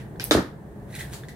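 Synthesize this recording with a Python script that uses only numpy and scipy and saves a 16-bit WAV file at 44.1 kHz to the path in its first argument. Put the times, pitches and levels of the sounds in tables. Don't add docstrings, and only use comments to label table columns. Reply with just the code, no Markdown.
import sys
import numpy as np
from scipy import signal
from scipy.fft import rfft, irfft
from scipy.io import wavfile
from scipy.ndimage import uniform_filter1d

SR = 44100
rng = np.random.default_rng(int(sys.argv[2]) if len(sys.argv) > 2 else 0)


def voltage_ratio(decibels):
    exponent = np.asarray(decibels, float) / 20
    return 10 ** exponent


def generate_wav(signal):
    frames = np.transpose(np.atleast_2d(signal))
    scaled = np.clip(frames, -1, 1) * 32767
    pcm = np.round(scaled).astype(np.int16)
    wavfile.write(sys.argv[1], SR, pcm)


N = 59535


def evened(x):
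    return x / np.sqrt(np.mean(x ** 2) + 1e-20)


def read(points, hz):
    f, value = np.transpose(points)
    return np.interp(np.log(hz + 1), np.log(f + 1), value)


def over_time(points):
    return voltage_ratio(np.interp(np.arange(N) / SR, *np.transpose(points)))


def add(mix, start_s, sound):
    part = mix[:, round(start_s * SR):][:, :sound.shape[1]]
    part += sound[:, :part.shape[1]]


def diffuse_pair(size, gain):
    # pitch_hz, likeness (0 to 1)
    likeness = [(100, 0.96), (300, 0.92), (600, 0.68), (1200, 0.046), (2500, 0.058), (10000, 0.095)]
    hz = np.fft.rfftfreq(size, 1 / SR)
    a, b = rfft(rng.standard_normal((2, size)), axis=1)
    same = np.clip(read(likeness, hz), 0, 1)
    right = same * a + np.sqrt(1 - same ** 2) * b
    return irfft(np.array([a, right]) * gain(hz), size, axis=1)


def tail(colour=((1, 0), (2, 0)), rise_s=0.0016, grip_s=1):
    # pitch_hz, t60_s (time to fall 60 dB)
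    room = [(80, 0.48), (250, 0.34), (1000, 0.41), (3000, 0.31), (8000, 0.24), (15000, 0.31)]
    grip_hz, grip_db_per_s = 1300, 242
    size = SR // 2
    noise = diffuse_pair(size, lambda f: voltage_ratio(read(colour, f)))
    hz, t, z = signal.stft(noise, SR, nperseg=512)
    hz = hz[:, None]
    stilled_db = grip_db_per_s * np.clip(t - grip_s, 0, .04) / (1 + (hz / grip_hz) ** 2)
    fading = voltage_ratio(-60 * t / read(room, hz) - stilled_db)
    out = signal.istft(z * fading, SR, nperseg=512)[1][:, :size]
    out = out * np.minimum(np.arange(size) / SR / rise_s, 1) ** 2
    return out * np.sqrt(2) / np.linalg.norm(out)


def near(x, start_s=1):
    # delay_s, level_db
    echoes = [(.0007, -11), (.0033, -15), (.0075, -14), (.0095, -16), (.0118, -17), (.0155, -17)]
    moved_s = .8
    left_lag_s = .00016 if start_s < moved_s else .00004
    left_db = -1
    taps = np.zeros((2, 1000))
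    for delay_s, db in echoes:
        place = round(delay_s * SR) + rng.integers(0, 9, 2)
        taps[[0, 1], place] = voltage_ratio(db) * rng.choice([-1, 1])
    taps[[0, 1], [round(left_lag_s * SR), 0]] = voltage_ratio(left_db), 1
    return signal.fftconvolve(x[None], taps, axes=1)


def heard(x, room_db):
    out = signal.fftconvolve(x[None], voltage_ratio(room_db) * tail(), axes=1)
    add(out, 0, near(x))
    return out


def ring(modes, push_s):
    rise_cycles = .3
    t = np.arange(0, .12, 1 / SR)
    sound = np.zeros(len(t))
    for k, (hz, db, t60_s) in enumerate(modes):
        swell = (1 - np.exp(-t / (push_s + rise_cycles / hz))) ** 2
        fading = voltage_ratio(db - 60 * t / t60_s)
        sound += (-1) ** k * fading * swell * np.sin(2 * np.pi * hz * t)
    return sound / abs(sound).max()


def hum():
    # pitch_hz, level_db (per Hz)
    rumble = [(21, -56), (35, -8.5), (124, -7.5), (309, -13), (346, -13), (728, -18), (770, -20),
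              (830, -19), (3000, -53), (3900, -94), (6600, -120)]
    # pitch_hz, width_hz, level_db
    peaks = [(61.2, 16, -3.5), (128.3, 39.6, -1), (154.7, 17, -2), (201.1, 11.8, -0.5), (331, 60, -14.5),
             (419.4, 44, -12.5), (1730, 490, -29.5)]
    # pitch_hz, level_db (per Hz)
    hiss_tone = [(1180, -38), (2000, -11), (3550, -11), (4530, -14), (4900, -16.5), (8630, -12),
                 (16000, -15)]
    # time_s, level_db
    load = [(0, -1.5), (.1, -1.5), (.24, 0.5), (.45, 0.5), (.7, -2), (.86, -1.5), (1.05, -1), (1.35, -3)]

    def resonances(f):
        power = 0
        for hz, width_hz, db in peaks:
            power = power + voltage_ratio(2 * db) / (1 + (2 * (f - hz) / width_hz) ** 2) ** 2
        return np.sqrt(power)

    wide = voltage_ratio(-41.5) * evened(diffuse_pair(N, lambda f: voltage_ratio(read(rumble, f))))
    narrow = voltage_ratio(-39.5) * evened(diffuse_pair(N, resonances))
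    hiss = voltage_ratio(-65) * evened(diffuse_pair(N, lambda f: voltage_ratio(read(hiss_tone, f))))
    return hiss + over_time(load) * (wide + narrow)


def earlier_crackle():
    # pitch_hz, level_db (per Hz)
    crackle = [(590, -58), (1000, -16.5), (1190, -31.5), (1300, -9), (1940, 1), (2230, -5), (15500, -30.5)]
    out = np.zeros((2, N))
    add(out, 0, voltage_ratio(-15.5) * tail(crackle)[:, 800:])
    return out


def rub():
    # time_s, level_db
    stroke = [(0, -52), (0.082, -105), (.82, -111), (.87, -73), (.91, -52.5), (0.948, -44), (0.975, -51),
              (0.997, -37), (1.017, -44), (1.035, -61), (1.1, -56.5), (1.126, -45), (1.16, -69),
              (1.2, -62.5), (1.35, -75)]
    # pitch_hz, level_db (per Hz)
    rub_tone = [(590, -58), (1000, -66), (1480, -8.5), (1910, -12), (2710, -14), (3890, -15), (4620, -21.5),
                (9490, -12.5), (16000, -22.5)]
    grains_per_s, spread_db, room_db = 3500, 3.5, 1
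    sizes = rng.choice([-1., 1.], N) * voltage_ratio(spread_db * rng.exponential(1, N))
    slips = sizes * (rng.random(N) < grains_per_s / SR)
    colour = voltage_ratio(read(rub_tone, np.fft.rfftfreq(N, 1 / SR)))
    slips = evened(irfft(rfft(slips) * colour, N))
    return heard(slips * over_time(stroke), room_db)[:, :N]


def creaks():
    # start_s, level_db (peak), pitch_hz, overtone_hz, overtone_db
    releases = [(.158, -44, 1600, 3400, -15), (.893, -50, 1600, 3400, -8), (.9023, -47, 2000, 4000, -8),
                (.9282, -40, 1880, 4000, -5), (.9335, -44, 1800, 6200, -2), (.9397, -36, 1950, 4100, -8),
                (.9425, -35, 2350, 4300, -8), (.948, -37, 2500, 4600, -6), (.9555, -39, 2300, 3400, -3),
                (.9597, -32, 1980, 3900, 0), (.9628, -35, 2050, 5000, -10), (.969, -38, 1850, 3800, -8),
                (.976, -40, 1900, 3500, -8), (.9875, -35, 2100, 4200, -8), (.9916, -33, 1860, 6500, -8),
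                (.994, -35, 1800, 3000, -2), (.9985, -34, 1800, 3300, -6), (1.0005, -32, 1850, 4000, -10),
                (1.0080, -27, 1950, 3600, -12), (1.0125, -35, 1800, 2600, -4),
                (1.0157, -30.5, 1980, 4200, -2), (1.0225, -37, 1800, 3200, -6),
                (1.0268, -33, 1950, 3700, -12), (1.037, -41, 1800, 3600, -8), (1.045, -38, 1800, 3800, -12),
                (1.050, -39, 1700, 3000, -10), (1.235, -35, 1750, 3500, -10), (1.2455, -46, 2000, 3600, -3)]
    # pitch_hz, level_db (per Hz)
    creak_out = [(1100, -15.5), (1500, -11.5), (1850, 2), (2400, -24.5), (4200, -10), (6000, -21),
                 (12000, -56)]
    t60_s, push_s, louder_db, room_db = .011, .0004, 1, -6
    out = np.zeros((2, N))
    for start_s, db, hz, overtone_hz, overtone_db in releases:
        modes = [(hz, 0, t60_s), (overtone_hz, overtone_db, t60_s * 0.84)]
        click = voltage_ratio(db + louder_db) * ring(modes, push_s)
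        add(out, start_s, near(click))
        add(out, start_s, voltage_ratio(room_db) * np.linalg.norm(click) * tail(creak_out))
    return out


def buckles():
    # pitch_hz, level_db, t60_s
    tick = [(860, -14, 0.016), (1600, -7, 0.027), (2390, -8, 0.024), (3220, -0.5, .005),
            (4550, -2.5, 0.0062), (5550, 3, 0.0036), (7340, -1.5, 0.0022), (10780, -6.5, .004),
            (12300, -28.5, 0.0028)]
    ping = [(4600, -21, .006), (9800, 1, .0025), (11300, 0, .0025), (12800, -1, .0025), (14500, -3, .0025)]
    snap = [(290, -3, .02), (450, 0, .016), (620, -6, .02), (850, -7, .014), (1240, -9, .014),
            (1670, -3, .012), (2370, -8, .009), (3650, 2, .013), (4660, -7, .006), (5700, -6, .006),
            (6900, -7, .005), (9000, -9, .004), (12000, -14, .004)]
    flap = [(75, -22, .1), (126, -14, .08), (198, -13, .05), (275, 0, .017), (424, -11, .04),
            (620, -9, .02), (1100, -18, .015)]
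    slip = [(1100, -5, .008), (1800, -3, .008), (2600, -7, .005), (3400, -3, .005), (4500, 1, .008),
            (6300, -2, .005), (7400, -2, .005), (8200, -1, .005), (10500, -4, .004), (12500, -6, .003),
            (14500, -8, .003)]
    pat = [(1950, 0, .012), (3400, -4, .004), (4500, -3, .005), (5900, -5, .004), (6900, -4, .004),
           (7900, -2, .004), (9500, -6, .003), (11500, -7, .003), (14000, -7, .003)]
    # pitch_hz, level_db (per Hz)
    tick_out = [(130, -5.5), (500, -12), (1200, -18.5), (1730, -10), (2740, -12), (5200, -10),
                (6730, -19.5), (15500, -23.5)]
    ping_out = [(3820, -19.5), (6500, -5), (7090, -32), (7660, -5), (12100, -3), (15500, -5.5)]
    snap_out = [(120, -24), (290, 6.5), (620, -1.5), (1020, -9), (1280, 1.5), (2660, -11.5), (3680, -5),
                (11800, -18.5), (15500, -31.5)]
    flap_out = [(35, -24), (60, 0.5), (125, -4), (361, -1.5), (542, -11.5), (674, -15.5), (1860, -22),
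                (2500, -38), (3250, -83), (5500, -120)]
    slip_out = [(710, -6), (1200, -3.5), (2800, -7), (4570, -3), (5550, -8), (7090, -2), (15500, -14.5)]
    pat_out = [(820, -41), (1400, -7), (1930, 7), (2530, -13), (4150, -4.5), (4500, -8.5), (15500, -16)]
    starts = [
        .1978,
        .2410,
        .3098,
        .3488,
        1.1350,
        1.2853,
    ]
    levels = [-18, -6, 2.5, -1.5, -24, -28]
    pushes = [.0002, .00015, .0002, .0002, .0002, .00015]
    rooms = [4, -4.5, 1.5, -0.5, 6, 3.5]
    rises = [.007, .005, .005, .025, .006, .006]
    grip_at_s = 0.394
    bodies = [tick, ping, snap, flap, slip, pat]
    colours = [tick_out, ping_out, snap_out, flap_out, slip_out, pat_out]
    out = np.zeros((2, N))
    events = zip(starts, levels, pushes, rooms, rises, bodies, colours)
    for start_s, db, push_s, room_db, rise_s, modes, colour in events:
        click = voltage_ratio(db) * ring(modes, push_s)
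        add(out, start_s, near(click, start_s))
        grip_s = grip_at_s - start_s if start_s < grip_at_s else 1
        answer = tail(colour, rise_s, grip_s)
        add(out, start_s, voltage_ratio(room_db) * np.linalg.norm(click) * answer)
    return out


def scene():
    return hum() + earlier_crackle() + rub() + creaks() + buckles()


def band_limit(x):
    return signal.sosfilt(signal.butter(12, 16400, fs=SR, output="sos"), x)


def record(dry):
    knee_db, squeeze, recover_db_per_s = -26, .22, 40
    low_cut_hz, high_cut_hz = 38, 15800
    power_db = 10 * np.log10(abs(uniform_filter1d((dry ** 2).mean(0), 200)) + 1e-12)
    fall_db = np.arange(N) * recover_db_per_s / SR
    held_db = np.maximum.accumulate(power_db + fall_db) - fall_db
    over_db = np.maximum(held_db - knee_db, 0)
    ducked = dry / voltage_ratio(squeeze * uniform_filter1d(over_db, 100))
    ducked = signal.sosfilt(signal.butter(2, low_cut_hz, "high", fs=SR, output="sos"), ducked)
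    low_pass = signal.firwin(255, high_cut_hz, window=("kaiser", 8), fs=SR)
    mix = signal.oaconvolve(ducked, low_pass[None], "same")
    return band_limit(np.clip(mix, -1, 1))


dry = scene()
out = record(dry)
generate_wav(out)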